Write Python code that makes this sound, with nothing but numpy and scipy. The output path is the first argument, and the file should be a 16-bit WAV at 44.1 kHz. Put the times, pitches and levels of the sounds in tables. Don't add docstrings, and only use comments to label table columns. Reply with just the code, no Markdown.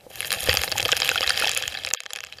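import sys
import numpy as np
from scipy import signal
from scipy.fft import rfft, irfft, dct
from scipy.io import wavfile
from scipy.ndimage import map_coordinates

SR = 44100
rng = np.random.default_rng(int(sys.argv[2]) if len(sys.argv) > 2 else 0)


def boost_factor(decibels):
    exponent = np.asarray(decibels, float) / 20
    return 10 ** exponent


def output_pcm(signal):
    pcm = np.clip(np.atleast_2d(signal).T, -1, 1) * 32767
    wavfile.write(sys.argv[1], SR, np.round(pcm).astype(np.int16))


N = 105840


def unit(x):
    return x / np.sqrt(np.mean(x ** 2) + 1e-20)


def wobble(knots_per_s):
    knots = rng.standard_normal(int(N * knots_per_s / SR) + 4)
    return map_coordinates(knots, [np.arange(N) * knots_per_s / SR])


def coloured(spectrum):
    f, db = np.transpose(spectrum)
    hz = np.fft.rfftfreq(N, 1 / SR)
    gain = boost_factor(np.interp(np.log(hz + 1), np.log(f + 1), db, right=-120))
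    return unit(irfft(rfft(rng.standard_normal(N)) * gain, N))


def placed(times_s, sounds):
    at = np.round(np.asarray(times_s) * SR).astype(int)[:, None] + np.arange(sounds.shape[1])
    return np.bincount(at.ravel(), sounds.ravel(), N + SR)[:N]


def band(x, edges_hz):
    return signal.sosfilt(signal.butter(3, edges_hz, "band", fs=SR, output="sos"), x)


T60_AT_3K_S, T60_SLOPE = .011, .62


def fade(hz, t):
    return -60 * t / T60_AT_3K_S * (hz / 3000) ** T60_SLOPE


SPOT_DB, DETUNE = 3, .025
CRACK, CRACK_S = 3, .0004
SOFT_RISE_S = .00025


def rings(modes, hard, rise_s, size, tilt_db=0):
    t = np.arange(size) / SR
    luck = rng.standard_normal((len(hard), len(modes), 2))
    scatter_db = SPOT_DB * (2.5 - hard / 2)
    out = 0
    for k, (hz, db) in enumerate(modes):
        octaves = np.log2(hz / modes[0][0])
        level_db = db + tilt_db * octaves + scatter_db * luck[:, k, :1] + fade(hz, t)
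        pitch_hz = hz * (1 + DETUNE * luck[:, k, 1:])
        out = out + boost_factor(level_db) * np.sin(2 * np.pi * pitch_hz * t)
    swell = 1 - np.exp(-t / (rise_s + SOFT_RISE_S * (1 - hard) ** 2))
    spike = 1 + CRACK * hard * np.exp(-t / CRACK_S)
    out = out * swell * spike
    return out / np.abs(out).max(axis=1, keepdims=True)


# [f/Hz, level/dB]
BODY_MODES = [(1280, -12), (1770, -2), (2200, -4), (2620, 5), (3200, 8), (3950, 1), (4700, 1)]
TREBLE_MODES = [(5520, 2.3), (6600, 6.2), (7200, 5.2), (8900, 6.7), (10100, 11.1), (12300, 12.7),
                (14700, 2.37)]
FRAME_MODES = [(350, -26.5), (520, 6), (640, 3), (780, 7.5)]
BODY_HZ, TREBLE_HZ, FRAME_HZ = (1100, 5600), (4800, 15800), (420, 860)
STONE_RISE_S, KNOCK_RISE_S = .00017, .001
SOFT_DB = -15
SHARPNESS, MURK_DB_PER_S = .5, 6
SHAKE_DB, ROUND_SHAKE_DB = -18.5, 9 + 21


def blows(times_s, db, treble_db):
    share = boost_factor(treble_db)[:, None]
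    hard = np.clip(1.5 - treble_db / SOFT_DB, 0, 1)[:, None]
    gain = boost_factor(db)[:, None] / np.sqrt(1 + share ** 2)
    tilt_db = (SHARPNESS * treble_db - MURK_DB_PER_S * times_s)[:, None]
    shake = boost_factor(db[:, None] + SHAKE_DB - 9 * hard)
    body = placed(times_s, gain * rings(BODY_MODES, hard, STONE_RISE_S, size=640))
    top_rings = rings(TREBLE_MODES, hard, STONE_RISE_S, size=400, tilt_db=tilt_db)
    top = placed(times_s, gain * share * top_rings)
    frame = placed(times_s, shake * rings(FRAME_MODES[1:], 0 * hard, KNOCK_RISE_S, size=1300))
    return band(body, BODY_HZ) + band(top, TREBLE_HZ) + band(frame, FRAME_HZ)


# [t/s, grit level/dB, current level/dB]
CLOUD_LEVELS = [(0, -72, -54), (0.097, -70, -54.5), (0.103, -53.5, -49), (.2, -42.5, -47),
                (0.341, -41, -42.5), (.5, -32.5, -39), (.7, -42, -42.5), (1.07, -34, -41.5),
                (1.13, -37, -44.5), (1.45, -30.5, -43), (1.6, -37, -47.5), (1.85, -45, -45.5),
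                (1.943, -60, -56), (1.973, -45.5, -83), (2.03, -57.5, -64), (2.4, -56.5, -52)]


def cloud(column):
    rows = np.array(CLOUD_LEVELS)
    return np.interp(np.arange(N) / SR, rows[:, 0], rows[:, column])


# [f/Hz, density/dB]
CURRENT_SPECTRUM = [(20, -18), (50, -6), (80, 4), (130, -0.5), (250, -10.5), (550, -4), (800, -3),
                    (1000, -16.5), (15000, -25)]


def water():
    lumps_db = 2 * wobble(25)
    return boost_factor(cloud(column=2) + lumps_db) * coloured(CURRENT_SPECTRUM)


SAND_DB, SAND_GROWS = -8, .7
SAND_TREBLE_DB, SETTLES_DB_PER_S = 8.5, 8


def hiss(modes):
    t = np.arange(640) / SR
    response = 0
    for k, (hz, db) in enumerate(modes):
        response = response + (-1) ** k * boost_factor(db + fade(hz, t)) * np.sin(2 * np.pi * hz * t)
    return unit(signal.fftconvolve(rng.standard_normal(N), response)[:N])


def sand():
    body, treble = hiss(BODY_MODES), hiss(TREBLE_MODES)
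    grit_db = cloud(column=1)
    thick_db = -50 + SAND_GROWS * (grit_db + 52.5)
    level_db = np.minimum(grit_db, thick_db) + SAND_DB + 5.2 * wobble(60)
    fizz_db = SAND_TREBLE_DB - SETTLES_DB_PER_S * np.arange(N) / SR + 0.277 * wobble(29.48)
    return boost_factor(level_db) * (body + boost_factor(fizz_db) * treble)


GRIT_PER_S, GRIT_DB, GRIT_SPREAD_DB = 800, 4, 5
GRIT_TREBLE_DB, GRIT_TREBLE_SPREAD_DB = -14, 11


def grit():
    luck = rng.random((int(GRIT_PER_S * N / SR), 3))
    s = luck[:, 0] * (N - 1) / SR
    size_db = -GRIT_SPREAD_DB * np.log(np.maximum(luck[:, 1], .2))
    db = cloud(column=1)[(s * SR).astype(int)] + GRIT_DB + size_db
    treble_db = GRIT_TREBLE_DB + GRIT_TREBLE_SPREAD_DB * (2 * luck[:, 2] - 1)
    return blows(s, db, treble_db)


# [t/s, peak level/dB, treble over
# body/dB]
STONE_STRIKES = [(0.0023, -52, -18), (0.0081, -44, -17), (0.157, -23, 0.5), (0.2055, -12.5, -2),
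                 (0.22, -22.5, -9), (0.2277, -23, -20), (0.2465, -18, -16.5), (0.2555, -22, -1),
                 (0.272, -24, 22), (0.3056, -12, -8), (0.3186, -9, -8.5), (0.3274, -8, -2.5),
                 (0.3373, -12, -8.5), (0.3467, -17.5, -8.5), (0.4058, -18.5, 12), (0.4318, -19.5, 5),
                 (0.4402, -17, 8), (0.4605, -22, 12), (0.4744, -14.5, -11), (0.4883, -17, -7.5),
                 (0.4934, -7, -17.5), (0.5027, -12.5, -5.5), (0.5113, -15.5, -22.5), (0.5295, -8.5, -9.5),
                 (0.5405, -14, 1), (0.551, -12, -6), (0.5588, -20.5, -1), (0.5714, -4, -10.5),
                 (0.5925, -19.5, -18), (0.613, -20.5, -14), (0.6167, -12, -6), (0.6286, -25, 19),
                 (0.6357, -7.5, -7.5), (0.6429, -17, -4), (0.6447, -21, 15), (0.6779, -18, -17),
                 (0.684, -27, -24), (0.6947, -23, 23), (0.7172, -12, -7), (0.7237, -13, -13.5),
                 (0.765, -22, -4), (0.774, -21.5, -8), (0.7779, -15.5, -8), (0.7814, -9, -1),
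                 (0.7866, -16, -9), (0.7977, -15, -22), (0.804, -12, -8), (0.8165, -20, -5.5),
                 (0.8282, -12, -3.5), (0.852, -11, -14), (0.8568, -10.5, -12.5), (0.8818, -16, -1),
                 (0.89, -11.5, -17.5), (0.9182, -6.5, -1.5), (0.9235, -11.5, -22), (0.9283, -8.5, -13),
                (0.9673, -9.5, -1), (0.9736, -14.5, -7), (0.9767, -18.5, -1), (1.002, -10, -2),
                (1.0098, -24, -4), (1.0191, -9, -18.5), (1.0308, -14.5, -19), (1.0471, -11.5, -3),
                (1.0568, -17, -17), (1.0681, -20, -12), (1.0767, -12.5, -9), (1.0912, -5, -8.5),
                (1.0985, -18, -20), (1.115, -13.5, -7), (1.1463, -17, -9), (1.1575, -14, -6.5),
                (1.1772, -14.5, -21), (1.1821, -17, -20), (1.2078, -12.5, -10.5), (1.2177, -16.5, -17),
                (1.2289, -14, -23.5), (1.2353, -15.5, -38.5), (1.2418, -19.5, -17), (1.2635, -17.5, -17.5),
                (1.2716, -20.5, 6), (1.2761, -9, -15.5), (1.2924, -13, -11.5), (1.2953, -7, -6.5),
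                (1.3047, -8, -15), (1.34, -36, -19), (1.3756, -9.5, -13.5), (1.3939, -13.5, -13),
                (1.3987, -12.5, 0.5), (1.4058, -22.5, -30), (1.4149, -18, -5), (1.4226, -13.5, -13),
                (1.4269, -20.5, -26.5), (1.4378, -27, -17.5), (1.4442, -14.5, -34), (1.4552, -13, -10),
                (1.4735, -11, -2), (1.4802, -15.5, -40), (1.4938, -9, -5), (1.5155, -14, 1),
                (1.535, -26, -6), (1.5487, -18, 9), (1.5651, -16, -16), (1.5712, -17.5, -14),
                 (1.5748, -9.5, 4), (1.6136, -38.5, -11.5), (1.6244, -13, -8), (1.6366, -19.5, -18),
                   (1.6544, -26.5, -25), (1.6785, -13.5, -2), (1.7016, -28, -10), (1.7229, -23, -11),
                   (1.7433, -23, -14), (1.7499, -20.5, -24), (1.7726, -21, -23.5), (1.788, -24.5, -11),
                   (1.8362, -23, -12.5), (1.8489, -12, -7.5), (1.8639, -20.5, 0), (1.8716, -19, -31),
                   (1.8792, -23.5, -15), (1.8886, -22.5, -3), (1.904, -22, -5), (1.9102, -22, -24),
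                   (1.9321, -33, 15), (1.9367, -8.5, 0.5), (1.9472, -16.5, -8), (1.9727, -33, -26.5),
                   (2.0041, -18.5, -7), (2.0353, -28, -6), (2.0571, -30, -12), (2.0623, -19, -11),
                   (2.1054, -21, -12), (2.1092, -37, -5), (2.1254, -36, -11), (2.1338, -16.5, 0),
                   (2.1531, -25, -13), (2.1603, -18, -6), (2.165, -30, -12), (2.1698, -28, -15),
                   (2.1733, -28, -9), (2.1876, -21.5, -10.5), (2.2053, -20.5, -4.5), (2.2151, -45, -16),
                   (2.2335, -31.5, -19), (2.2383, -20, -8), (2.2481, -26.5, -2), (2.2641, -34, -12),
                   (2.269, -28, -9), (2.2868, -39.5, -16), (2.2993, -39, -12), (2.325, -25.5, -12),
                   (2.3316, -33, -24.5), (2.3376, -35, -16), (2.372, -39, 1), (2.385, -30.5, -20)]
STONE_DB = 5


def stones():
    s, db, treble_db = np.transpose(STONE_STRIKES)
    return blows(s, db + STONE_DB, treble_db)


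# [t/s, peak level/dB, f/Hz]
HEAVY_KNOCKS = [(0.066, -32, 487), (0.105, -34.5, 545), (0.433, -31, 511), (0.474, -27, 720),
                (0.487, -13, 472), (0.543, -17.5, 525), (0.614, -30, 689), (0.64, -22.5, 507),
                (0.678, -28, 729), (0.722, -20.5, 540), (0.756, -22, 566), (0.798, -24.5, 520),
                (0.827, -25.5, 519), (0.857, -19, 528), (0.928, -18.5, 540), (1, -34, 546),
                (1.02, -21, 875), (1.089, -34, 797), (1.114, -22, 760), (1.157, -25, 780),
                (1.208, -19.5, 596), (1.371, -32, 720), (1.414, -24, 583), (1.438, -19, 524),
                (1.466, -20.5, 774), (1.614, -32, 754), (1.935, -28, 880), (2.057, -38.5, 528),
                (2.132, -39, 514), (2.169, -40, 522)]
KNOCK_DB, LEAN_DB = 0.5, 30


def knocks():
    s, db, hz = np.transpose(HEAVY_KNOCKS)[:, :, None]
    tilt_db = LEAN_DB * np.log2(hz / FRAME_MODES[2][0])
    half_hard = np.ones_like(db) / 2
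    ringing = rings(FRAME_MODES, half_hard, KNOCK_RISE_S, size=2200, tilt_db=tilt_db)
    return placed(s[:, 0], boost_factor(db + KNOCK_DB) * ringing)


# [t/s, peak level/dB, f/Hz]
EDDY_SHOVES = [
    (0.427, -31.5, 70.0),
    (0.488, -15.5, 83),
    (0.529, -24.5, 110),
    (0.585, -22, 71.6),
    (0.743, -27.5, 109),
    (0.83, -24, 101),
    (1.031, -35.5, 73),
    (1.271, -32, 76),
    (1.676, -33, 74),
]
SHOVE_T60_S, SHOVE_RISE_S = .11, .006


def shoves():
    s, db, hz = np.transpose(EDDY_SHOVES)[:, :, None]
    t = np.arange(SR // 6) / SR
    envelope = boost_factor(db - 60 * t / SHOVE_T60_S) * (1 - np.exp(-t / SHOVE_RISE_S))
    return placed(s[:, 0], envelope * np.sin(2 * np.pi * hz * t))


# [t/s, peak level/dB, f/Hz]
ROUND_PEBBLES = [
    (0.496, -3.5, 1840),
    (0.722, -4.5, 4620),
    (0.931, -7.5, 1580),
    (1.116, -8, 1505),
    (1.158, -7, 1440),
    (1.303, -11, 1490),
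    (1.423, -9, 1410),
    (1.9367, 0.5, 7040),
]
PEBBLE_CYCLES = 22


def pebbles():
    s, db, hz = np.transpose(ROUND_PEBBLES)[:, :, None]
    cycles = hz * np.arange(900) / SR
    envelope = boost_factor(db - 60 * cycles / PEBBLE_CYCLES) * (1 - np.exp(-cycles))
    return placed(s[:, 0], envelope * np.sin(2 * np.pi * cycles))


def scene():
    return (stones() + pebbles() + grit() + sand() + knocks() + shoves() + water())[None]


# [t/s, coarseness over mean line level/dB]
BLURS = [
    (.346, 11.5),
    (0.392, 10.5),
    (0.512, 6.5),
    (0.906, 6.5),
    (1.978, 13.5),
    (2.11, 8.5),
]
BLUR_S, FINER_TREBLE = .04, 8


def blurred(x):
    s, db = np.transpose(BLURS)[:, :, None]
    size = round(BLUR_S * SR)
    at = np.round(s * SR).astype(int) - size // 2 + np.arange(size)
    window = np.sqrt(signal.windows.tukey(size, .6))
    lines = dct(x[at] * window, norm="ortho")
    mean_line = np.sqrt(np.mean(lines ** 2, axis=1, keepdims=True))
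    step = boost_factor(db) * mean_line / np.sqrt(1 + np.linspace(0, FINER_TREBLE, size))
    error = np.round(lines / step) * step - lines
    return x + placed(at[:, 0] / SR, dct(error, type=3, norm="ortho") * window)


def low_pass(x):
    return signal.sosfilt(signal.butter(12, 16490, fs=SR, output="sos"), x)


TOP_HZ = 15300


def record(dry):
    hz = np.fft.rfftfreq(N, 1 / SR)
    passed = 1 / np.sqrt(1 + (hz / TOP_HZ) ** 70)
    held = dry / (1 + np.abs(dry) ** 8) ** (1 / 8)
    limited = irfft(rfft(held) * passed, N)[0]
    mix = blurred(limited)[None]
    return low_pass(mix)


dry = scene()
out = record(dry)
output_pcm(out)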